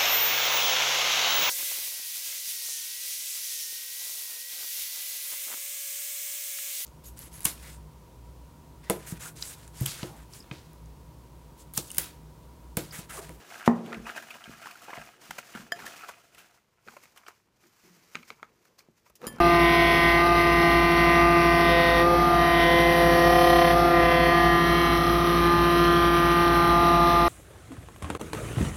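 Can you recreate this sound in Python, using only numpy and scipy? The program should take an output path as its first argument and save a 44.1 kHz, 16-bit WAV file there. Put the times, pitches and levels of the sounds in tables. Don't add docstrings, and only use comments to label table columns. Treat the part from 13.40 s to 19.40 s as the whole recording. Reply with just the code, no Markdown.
import sys
import numpy as np
from scipy import signal
from scipy.fft import rfft, irfft
from scipy.io import wavfile

SR = 44100
rng = np.random.default_rng(int(sys.argv[2]) if len(sys.argv) > 2 else 0)


def wav_out(sig):
    wavfile.write(sys.argv[1], SR, np.round(np.clip(np.atleast_2d(sig).T, -1, 1) * 32767).astype(np.int16))


def amplitude_ratio(level_db):
    exponent = np.asarray(level_db, float) / 20
    return 10 ** exponent


N = 264688


def unit_rms(x):
    return x / np.sqrt(np.mean(x ** 2) + 1e-20)


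def drift(rate_hz):
    r = np.exp(-2 * np.pi * rate_hz / SR)
    noise = rng.standard_normal(N + SR)
    return unit_rms(signal.lfilter([1], [1, -2 * r, r * r], noise)[SR:])


def coloured(x, spectrum):
    hz, level_db = np.transpose(spectrum)
    grid_hz = np.maximum(np.fft.rfftfreq(N, 1 / SR), 1)
    gain = amplitude_ratio(np.interp(np.log(grid_hz), np.log(hz), level_db))
    return unit_rms(irfft(rfft(x) * gain, N))


def ring(clicks, hz, t60_s):
    r, w = amplitude_ratio(-60 / (t60_s * SR)), 2 * np.pi * hz / SR
    return signal.lfilter([0, np.sin(w)], [1, -2 * r * np.cos(w), r * r], clicks + 1e-18)


def damped(t60_s, loss_per_s):
    return 1 / (1 / t60_s + loss_per_s)


def resonance(x, hz, width_hz):
    r = np.exp(-np.pi * width_hz / SR)
    poles = [1, -2 * r * np.cos(2 * np.pi * hz / SR), r * r]
    return signal.lfilter([(1 - r * r) / 2, 0, (r * r - 1) / 2], poles, x)


def add(out, start_s, sound):
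    at = round(start_s * SR)
    out[at:at + len(sound)] += sound[:N - at]


def grains(per_s, spread_db, clump_db, clump_rate_hz):
    sizes = amplitude_ratio(spread_db * np.minimum(rng.exponential(1, N), 5)) * rng.choice([-1, 1], N)
    hits = rng.random(N) < per_s / SR
    return sizes * hits * amplitude_ratio(clump_db * drift(clump_rate_hz))


# frequency in Hz, width in Hz, relative level in dB.
BOWL_MODES = [(689.3, 41, 2.5), (1090, 320, -2.5), (1383, 160, -0.5), (1620, 80, 1.5), (2050, 270, -7.5),
              (2500, 86, -1), (2930, 240, -10.5)]
# frequency in Hz, relative level in dB per Hz.
CRACKLE_SPECTRUM = [(180, -36), (300, -5.5), (416, -11), (704, 0), (1020, 12.5), (1570, -2), (1870, -3.5),
                    (2460, 1.5), (6000, -47), (7800, -41.5), (13200, -120)]


def crackle(clicks, inside):
    bowl = np.zeros(N)
    for k, (hz, width_hz, db) in enumerate(BOWL_MODES):
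        favoured = clicks * amplitude_ratio(3.9 * drift(37.0))
        bowl += amplitude_ratio(db) * resonance(favoured, hz, width_hz) * (-1) ** k
    return inside * unit_rms(bowl) + (1 - 0.93 * inside) * coloured(clicks, CRACKLE_SPECTRUM)


# frequency in Hz, relative level in dB per Hz.
SLIDE_IN_BOWL = [(1760, -4.5), (3000, -5.5), (3740, -8.5), (6390, -8), (9260, -12.5), (14300, -17),
                 (15500, -6)]
# frequency in Hz, relative level in dB per Hz.
SLIDE_IN_AIR = [(500, -10.5), (1100, -4), (2200, -3.5), (3550, -13), (4600, -6), (6400, -5), (9000, -15),
                (15500, -10.5)]


def slide(clicks, inside):
    fine = grains(per_s=7900, spread_db=2, clump_db=1.5, clump_rate_hz=30)
    faces = unit_rms(fine) + 0.06 * unit_rms(clicks)
    shut = np.clip(inside / inside.max(), 0, 1)
    return np.sqrt(shut) * coloured(faces, SLIDE_IN_BOWL) + (1 - shut) * coloured(faces, SLIDE_IN_AIR)


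# frequency in Hz, relative level in dB, undamped t60 in seconds.
TABLE_MODES = [(116, -33, 0.12), (176.5, -14, 1.1), (235, 0, 0.16), (345, -11, .14), (384, -17, 0.4),
               (445, -14, 0.25), (548, -18, 0.2), (700, -18, .1), (805, -11, 0.15), (935, -8, 0.12),
               (1070, -14, 0.05), (1360, -13, .03), (1850, -4, .012)]


def table_shake():
    rubbing = rng.standard_normal(N) * amplitude_ratio(3 * drift(6.7))
    return unit_rms(sum(resonance(rubbing, hz, 0.26 * hz) for hz, _, _ in TABLE_MODES[1:6]))


# time of peak in seconds, crackle in dB, hiss in dB, length in seconds.
SQUEEZES = [(0.141, -41, -49.5, 0.088), (0.267, -46, -40.5, 0.021), (0.533, -37, -64, 0.054),
            (0.685, -33, -46.5, 0.043), (0.775, -31, -43.5, 0.036), (0.947, -54, -57, 0.036),
            (1.107, -60, -52.5, 0.033), (1.256, -51.5, -51, 0.096), (1.445, -55, -55, 0.03),
            (1.498, -45, -72, 0.033), (1.604, -47.5, -60, 0.16), (1.823, -61, -57, 0.032),
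            (1.91, -31.5, -36.5, 0.0056), (1.987, -30, -37, 0.0084), (2.177, -47, -53.5, 0.098),
            (2.412, -47, -68, 0.033), (2.465, -40, -44, 0.024), (2.642, -62, -67, 0.038),
            (2.692, -45, -45.5, 0.018), (2.994, -61, -61.5, 0.13), (3.519, -66, -59, 0.15),
            (3.636, -84, -62, 0.052), (3.777, -58.5, -61, 0.028), (3.885, -49, -50.5, 0.013),
            (4.238, -84, -70.5, 0.072), (4.74, -82, -61.5, 0.083), (4.886, -84, -57.5, 0.026),
            (5.256, -87.5, -67, 0.025), (5.392, -69, -55, 0.018), (5.579, -84, -71, 0.04),
            (5.668, -64.5, -63.5, 0.031), (5.763, -73, -65.5, 0.0051), (5.848, -51, -63, 0.026)]


def squeezes():
    rise = 0.41
    hop = 64
    peak_s, crackle_db, hiss_db, length_s = (c[:, None] for c in np.transpose(SQUEEZES))
    late = (np.arange(0, N + hop, hop) / SR - peak_s) / length_s
    shape = np.exp(np.where(late < 0, -(late / rise) ** 2, -late / (1 - rise)))
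    points = np.arange(late.shape[1])
    return [np.interp(np.arange(N) / hop, points, np.sum(amplitude_ratio(db) * shape, axis=0))
            for db in (crackle_db, hiss_db)]


# time in seconds, crackle in dB, hiss of sliding faces in dB, table shake in dB.
HANDLING = [(0, -54, -54.5, -51.5), (.2, -69, -54, -72.5), (.45, -66, -61, -45), (.62, -62, -56.5, -52.5),
            (.8, -53.5, -52.5, -72), (1.2, -49.5, -56, -85), (1.68, -59.5, -55, -67),
            (1.79, -74, -67.5, -63), (1.85, -67, -53, -65.5), (2.1, -57.5, -53, -81),
            (2.31, -61, -64.5, -62), (2.37, -50.5, -51.5, -58), (2.62, -52.5, -50, -77),
            (2.76, -59, -59, -71), (2.93, -66, -66, -70), (3.168, -69, -66, -74), (3.219, -75, -80.5, -83),
            (3.419, -73, -80.5, -74), (3.601, -81, -76, -71), (3.901, -66, -65, -85),
            (4.099, -78.5, -82, -71), (4.249, -82, -70.5, -73.5), (4.42, -77, -65, -89.5),
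            (4.449, -73, -62.5, -70), (4.7, -86, -64.5, -71.5), (4.921, -68.5, -67, -74),
            (5.1, -75, -73, -73), (5.781, -82.5, -80, -74.5), (5.83, -68.5, -61.5, -48),
            (6, -54.5, -71, -62)]
# time in seconds, share 0-1.
INSIDE_SHARE = [(0, 0.88), (3.05, 0.78), (3.3, 0.37), (5.75, 0.037), (5.821, 0.24)]


def rustle():
    t = np.arange(N) / SR
    s, *levels_db = np.transpose(HANDLING)
    crackle_gain, slide_gain, shake_gain = (amplitude_ratio(np.interp(t, s, db)) for db in levels_db)
    crackle_squeeze, slide_squeeze = squeezes()
    inside = np.interp(t, *np.transpose(INSIDE_SHARE))
    clicks = grains(per_s=450, spread_db=3, clump_db=2.5, clump_rate_hz=10)
    paper = (crackle_gain + crackle_squeeze) * crackle(clicks, inside)
    paper += (slide_gain + slide_squeeze) * slide(clicks, inside)
    return paper + shake_gain * table_shake()


# frequency in Hz, width as share of frequency, relative level in dB.
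SHEET_MODES = [(420, .4, -1.5), (900, 0.37, -6.5), (1247, 0.15, 0.5), (2360, 0.34, -3), (4170, .22, -12.5),
               (6730, .15, -16)]
# start in seconds, body peak in dB, pitch in Hz, treble peak in dB,
# fade in seconds (0.5 ms at least).
SNAPS = [(0.102, -39, 2200, -57, 0.0036), (.122, -36, 1480, -59, 0.0011), (0.158, -41, 1370, -60, 0.0055),
         (0.2605, -34, 3000, -34, 0.0044), (0.46, -40.5, 2500, -48, 0.0065),
         (0.528, -32, 1790, -55, 0.0018), (0.544, -33, 2030, -54, 0.0024), (.668, -40, 1453, -48, .005),
         (.693, -29, 1620, -54, 0.0034), (.706, -39, 1490, -68, 0.0024), (.764, -31, 1510, -47, 0.0011),
         (.7775, -27, 1430, -50, 0.0028), (0.823, -35.5, 1570, -40, 0.011), (0.905, -33, 2300, -40, 0.0098),
         (0.954, -36.5, 930, -41, 0.0021), (1.04, -35, 2880, -60, 0.0045),
         (1.258, -30.5, 1340, -52, 0.0041), (1.267, -40, 1300, -52, 0.0024),
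         (1.31, -38.5, 2500, -40, 0.006), (1.355, -39, 1330, -48.5, 0.0032),
         (1.419, -41, 1120, -45, 0.0089), (1.482, -35.5, 800, -70, 0.0034), (1.504, -33, 1520, -60, 0.0024),
         (1.494, -35.5, 730, -60, 0.002), (1.531, -29, 950, -57, 0.0011), (1.535, -32.5, 2050, -57, 0.0021),
         (1.555, -36, 2000, -60, 0.0017), (1.57, -36, 2070, -60, 0.0057), (1.583, -33, 1300, -55, 0.0029),
         (1.654, -48, 2310, -45, 0.0022), (1.909, -51, 1420, -36, 0.0021), (1.987, -39, 1570, -39, 0.00039),
         (2.15, -34.5, 1460, -40.5, 0.0077), (2.173, -32.5, 1500, -56, 0.0032),
         (2.39, -35.5, 1680, -43, 0.0074), (2.4015, -38, 1750, -55, 0.0017), (2.423, -51, 1000, -56, 0.002),
         (2.442, -38, 790, -56, 0.0023), (2.464, -32, 1720, -31.5, 0.0029),
         (2.477, -36.5, 1580, -42, 0.0048), (2.536, -39.5, 1400, -46, 0.0023),
         (2.597, -46, 1900, -44, 0.0024), (2.634, -34, 1280, -64, 0.0099), (2.687, -34.5, 900, -48, 0.009),
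         (2.691, -42, 1500, -36, 0.0062), (2.947, -46, 2580, -45, 0.0035), (2.981, -43, 2500, -44, 0.023),
         (3.476, -39, 1440, -58, 0.0011), (3.484, -33, 1350, -72, 0.0026), (3.538, -50, 750, -52, 0.0011),
         (3.566, -36, 1003, -48, 0.0053), (3.604, -55, 2200, -56, .001), (3.655, -47.5, 2020, -62, 0.0018),
         (3.636, -47, 1960, -44.5, 0.0043), (3.761, -51, 1204, -47, 0.004),
         (3.774, -42.5, 2650, -42.5, 0.0054), (3.834, -50, 1130, -68.5, 0.0033),
         (3.865, -39.5, 2310, -60, 0.0065), (3.883, -33.5, 1310, -62, 0.0019),
         (4.238, -54.5, 1400, -60, 0.0037), (4.268, -55, 6200, -52, 0.0039),
         (4.7485, -32.5, 1480, -60, 0.00096), (4.7537, -19, 2090, -62, 0.0016),
         (4.7658, -41, 1460, -60, 0.00048), (4.769, -37, 2500, -60, 0.003), (4.79, -45, 3020, -62, 0.00074),
         (4.829, -42, 2150, -60, 0.0031), (4.9032, -27.5, 2160, -57, 0.0011),
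         (4.996, -54.5, 1166, -70.5, 0.0028), (5.029, -28.5, 1300, -68, 0.0026),
         (5.253, -53.5, 1346, -55, 0.0019), (5.391, -42, 4450, -55, 0.004), (5.405, -50, 2100, -54, 0.0023),
         (5.663, -52, 920, -61, 0.0069), (5.698, -51, 1006, -46.5, 0.0043), (5.754, -50, 5300, -44.5, 0.01),
         (5.817, -38, 1210, -45, 0.00054), (5.83, -38, 690, -65, 0.003), (5.842, -34.5, 1140, -58, 0.001),
         (5.849, -36, 1300, -51, 0.0038), (5.861, -36, 1190, -62, 0.0012), (5.862, -44, 1190, -59, 0.0019),
         (5.875, -33, 990, -46, 0.0013), (5.885, -41, 850, -35, 0.0022), (5.926, -63, 1706, -42, 0.0034),
         (5.961, -48, 4970, -50, 0.0022), (5.984, -38.5, 1300, -48, 0.0033)]


def snaps():
    open_from_s, open_to_s = 3.2, 5.79
    sheet_share, sheet_fall_db_per_oct = 0.63, 5
    after_share, after_rarity, after_fade_s = 0.7, 2.6, 0.017
    partials = [(.22, 0.9, 0.28), (.58, .3, .3), (1.001, 0.33, 1), (1.9, 0.34, 0.2), (2.9, 0.66, 0.09)]
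    out, t = np.zeros(N), np.arange(3500) / SR
    noise = rng.standard_normal((len(SNAPS), 2, len(t)))
    bright = signal.butter(2, 3600, "high", fs=SR, output="sos")
    for (s, peak_db, hz, treble_db, fade_s), (low, high) in zip(SNAPS, noise):
        shape = np.exp(-t / max(fade_s, .0005)) * (1 - np.exp(-t / 0.00022))
        burst = low * shape
        burst += after_share * low * (np.abs(high) > after_rarity) * np.exp(-t / after_fade_s)
        burst[12] += 4
        body = np.zeros(len(t))
        for k, wide, gain in partials:
            once = resonance(burst, k * hz, wide * hz)
            body += gain * resonance(once, k * hz, 0.89 * wide * hz)
        if open_from_s < s < open_to_s:
            for k, (f, wide, db) in enumerate(SHEET_MODES):
                gain = sheet_share * amplitude_ratio(db - sheet_fall_db_per_oct * abs(np.log2(f / hz)))
                once = resonance(burst, f, wide * f)
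                body += gain * resonance(once, f, wide * f) * (-1) ** k
        spit = signal.sosfilt(bright, high * shape)
        add(out, s, amplitude_ratio(peak_db) * body / np.abs(body).max() + amplitude_ratio(treble_db) * spit / np.abs(spit).max())
    return out


# start in seconds, peak in dB, hardness 0-1.
BUMPS = [(0.2772, -1, 0.85), (0.567, -30.5, 0.35), (0.599, -36.5, 0.39), (1.076, -37.5, 0.42),
         (1.094, -34, .47), (1.576, -35, 0.45), (1.894, -39, 0.4), (2.15, -30, 0.44), (2.197, -38.5, 0.46),
         (2.426, -39.5, 0.42), (2.938, -54.5, 0.2), (3.467, -50, 0.6), (3.476, -47.5, 0.41),
         (4.084, -60.5, 0.4), (4.232, -58, 0.73), (4.261, -51.5, 1), (4.433, -53, 0.3),
         (4.752, -34.5, 0.64), (4.906, -45, 0.7), (5.022, -50.5, 0.41), (5.486, -44.5, 0.62),
         (5.699, -51.5, 0.2), (5.822, -42.5, 0.95), (5.8414, -32, 0.88), (5.8684, -23.5, 0.51),
         (5.925, -52, 0.4), (5.937, -34, 0.43), (5.983, -37, 0.4)]


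def bumps():
    soft_contact_s, hard_contact_s = .009, .00095
    soft_loss_per_s, loss_power = 45, 1.8
    out, t = np.zeros(N), np.arange(SR // 2) / SR
    chance_db = rng.normal(0, 3, (len(BUMPS), len(TABLE_MODES)))
    noise = rng.standard_normal((len(BUMPS), 2, len(t)))
    crowded = signal.butter(4, [300, 1120], "band", fs=SR, output="sos")
    crack_band = signal.butter(2, [1300, 2900], "band", fs=SR, output="sos")
    for (s, peak_db, hardness), own_db, (scuff, rattle) in zip(BUMPS, chance_db, noise):
        softness = 1 - hardness
        loss_per_s = soft_loss_per_s * softness ** loss_power
        width_s = soft_contact_s * (hard_contact_s / soft_contact_s) ** hardness
        phase = np.pi * t[t < width_s] / width_s
        contact = np.sin(phase) ** 2
        force = 0.083 * softness * scuff * np.exp(-t / 0.034)
        force[0] = 1
        push = np.convolve(force, contact / contact.sum())[:len(t)]
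        knock = np.zeros(len(t))
        for (hz, db, t60_s), own in zip(TABLE_MODES, own_db):
            knock += amplitude_ratio(db + 2.4 * softness * own) * ring(push, hz, damped(t60_s, loss_per_s))
        knock[:len(contact)] -= 3.2 * hardness ** 2 * np.sin(2 * phase) * np.sqrt(contact)
        rumble = rattle * amplitude_ratio(-60 * t / damped(3, .6 * loss_per_s + 1))
        knock += .65 * hardness ** 2 * signal.sosfilt(crowded, rumble)
        knock += 1.5 * softness ** 2 * ring(push, 58, .2)
        crack = 2.5 * signal.sosfilt(crack_band, scuff * np.exp(-t / 0.0007))
        knock += hardness ** 6 * (crack + 1.6 * ring(force, 1880, .009))
        add(out, s, amplitude_ratio(peak_db) * knock / np.abs(knock).max())
    return out


GLASS_HZ = [697, 1744, 1792, 3156, 4935, 4960, 7031, 9458, 9625, 9787, 9862, 10430, 10770, 12200, 12410,
            13240, 13710, 14060, 15040, 15240]
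# relative level in dB, undamped t60 in seconds,
# reach of a resting hand (factor on its loss).
GLASS_MODES = [(-46, 0.87, 0.29), (-30, 0.45, 1.3), (-33, 0.06, 2), (-33, 0.56, 1.5), (-40.5, 0.067, 0.03),
               (-38, 0.06, 0.03), (-40.5, 0.098, 0.18), (-52.5, 0.13, 0.91), (-44.5, 0.081, 0.6),
               (-49, 0.18, 2.8), (-72, 0.12, 1.15), (-46.5, 0.058, 2.6), (-55.5, 0.11, 2),
               (-49.5, 0.064, 0.1), (-55, 0.099, 0.53), (-60.5, 0.116, 2.5), (-69, .13, .5),
               (-66, 0.11, .5), (-64.5, 0.13, .5), (-62, 0.1, 0.51)]
# start in seconds, level in dB added to every mode,
# brightness in dB per octave about 7 kHz, hand loss in 1/s.
CLINKS = [(2.3199, -27, 15, 15), (2.3214, 1, -3.5, 16), (5.8685, 2, 12, 0.11), (5.8785, -7, 3, 0.5)]


def clinks():
    out, click, t = np.zeros(N), np.zeros(SR // 2), np.arange(400) / SR
    click[0] = 1
    for s, level_db, tilt_db, loss_per_s in CLINKS:
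        for hz, (db, t60_s, reach) in zip(GLASS_HZ, GLASS_MODES):
            gain = amplitude_ratio(db + level_db + tilt_db * np.log2(hz / 7000))
            add(out, s, gain * ring(click, hz, damped(t60_s, loss_per_s * reach)))
        tick = signal.lfilter([1.5, -1.5], [1, -.75], rng.standard_normal(len(t)))
        add(out, s, amplitude_ratio(-37) * tick * np.exp(-t / 0.0013))
    return out


# start in seconds, fade length in seconds, rms before shaping in dB, frequency in Hz.
DRAGS = [(3.465, 0.0075, -41, 454), (3.474, .008, -39, 420), (4.232, .04, -61, 340),
         (4.435, 0.17, -60.5, 178), (4.44, 0.094, -63.5, 341), (4.605, 0.05, -68.5, 303),
         (4.904, 0.011, -40.5, 450), (5.826, 0.038, -42.5, 490)]


def drags():
    out, t = np.zeros(N), np.arange(SR // 2) / SR
    for s, length_s, db, hz in DRAGS:
        width_hz = 0.16 * hz
        once = resonance(rng.standard_normal(len(t)), hz, width_hz)
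        hum = unit_rms(resonance(once, hz, width_hz))
        add(out, s, amplitude_ratio(db) * hum * (1 - np.exp(-t / 0.0036)) * np.exp(-(t / length_s) ** 2))
    return out


# low edge in Hz, high edge in Hz, t60 in seconds, relative level in dB.
ECHO_BANDS = [(100.4, 450, 1, -13.5), (400, 2100, 0.084, -20.5), (1300, 5600, 0.23, -17.5),
              (3500, 8100, 0.25, -22)]


def room(x):
    t = np.arange(SR) / SR
    echo = np.zeros(SR)
    for low_hz, high_hz, t60_s, db in ECHO_BANDS:
        sos = signal.butter(2, [low_hz, high_hz], "band", fs=SR, output="sos")
        band = signal.sosfilt(sos, rng.standard_normal(SR))
        tail = np.clip((t - .004) / .008, 0, 1) * amplitude_ratio(-60 * t / t60_s)
        echo += amplitude_ratio(db) * band * tail / np.sqrt(np.sum(tail ** 2))
    return signal.fftconvolve(x, echo)[:N]


def scene():
    near = rustle() + snaps() + bumps() + clinks() + drags()
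    return (near + room(near))[None]


def band_limit(x):
    return signal.sosfilt(signal.butter(12, 16270, fs=SR, output="sos"), x)


# frequency in Hz, relative level in dB per Hz.
FLOOR_SPECTRUM = [(15, -29.5), (28, -6.5), (129, 3.5), (410, -13), (567, -12.5), (826, -17.5), (2490, -18),
                  (3530, -19), (15500, -30)]


def record(dry):
    low_hz, top_hz, floor_db = 118.7, 15800, -75
    mix = signal.sosfilt(signal.butter(2, low_hz, "high", fs=SR, output="sos"), dry)
    mix = mix + amplitude_ratio(floor_db) * coloured(rng.standard_normal(N), FLOOR_SPECTRUM)
    mix = signal.sosfilt(signal.cheby2(14, 50, top_hz, fs=SR, output="sos"), mix)
    return band_limit(mix)


dry = scene()
out = record(dry)
wav_out(out)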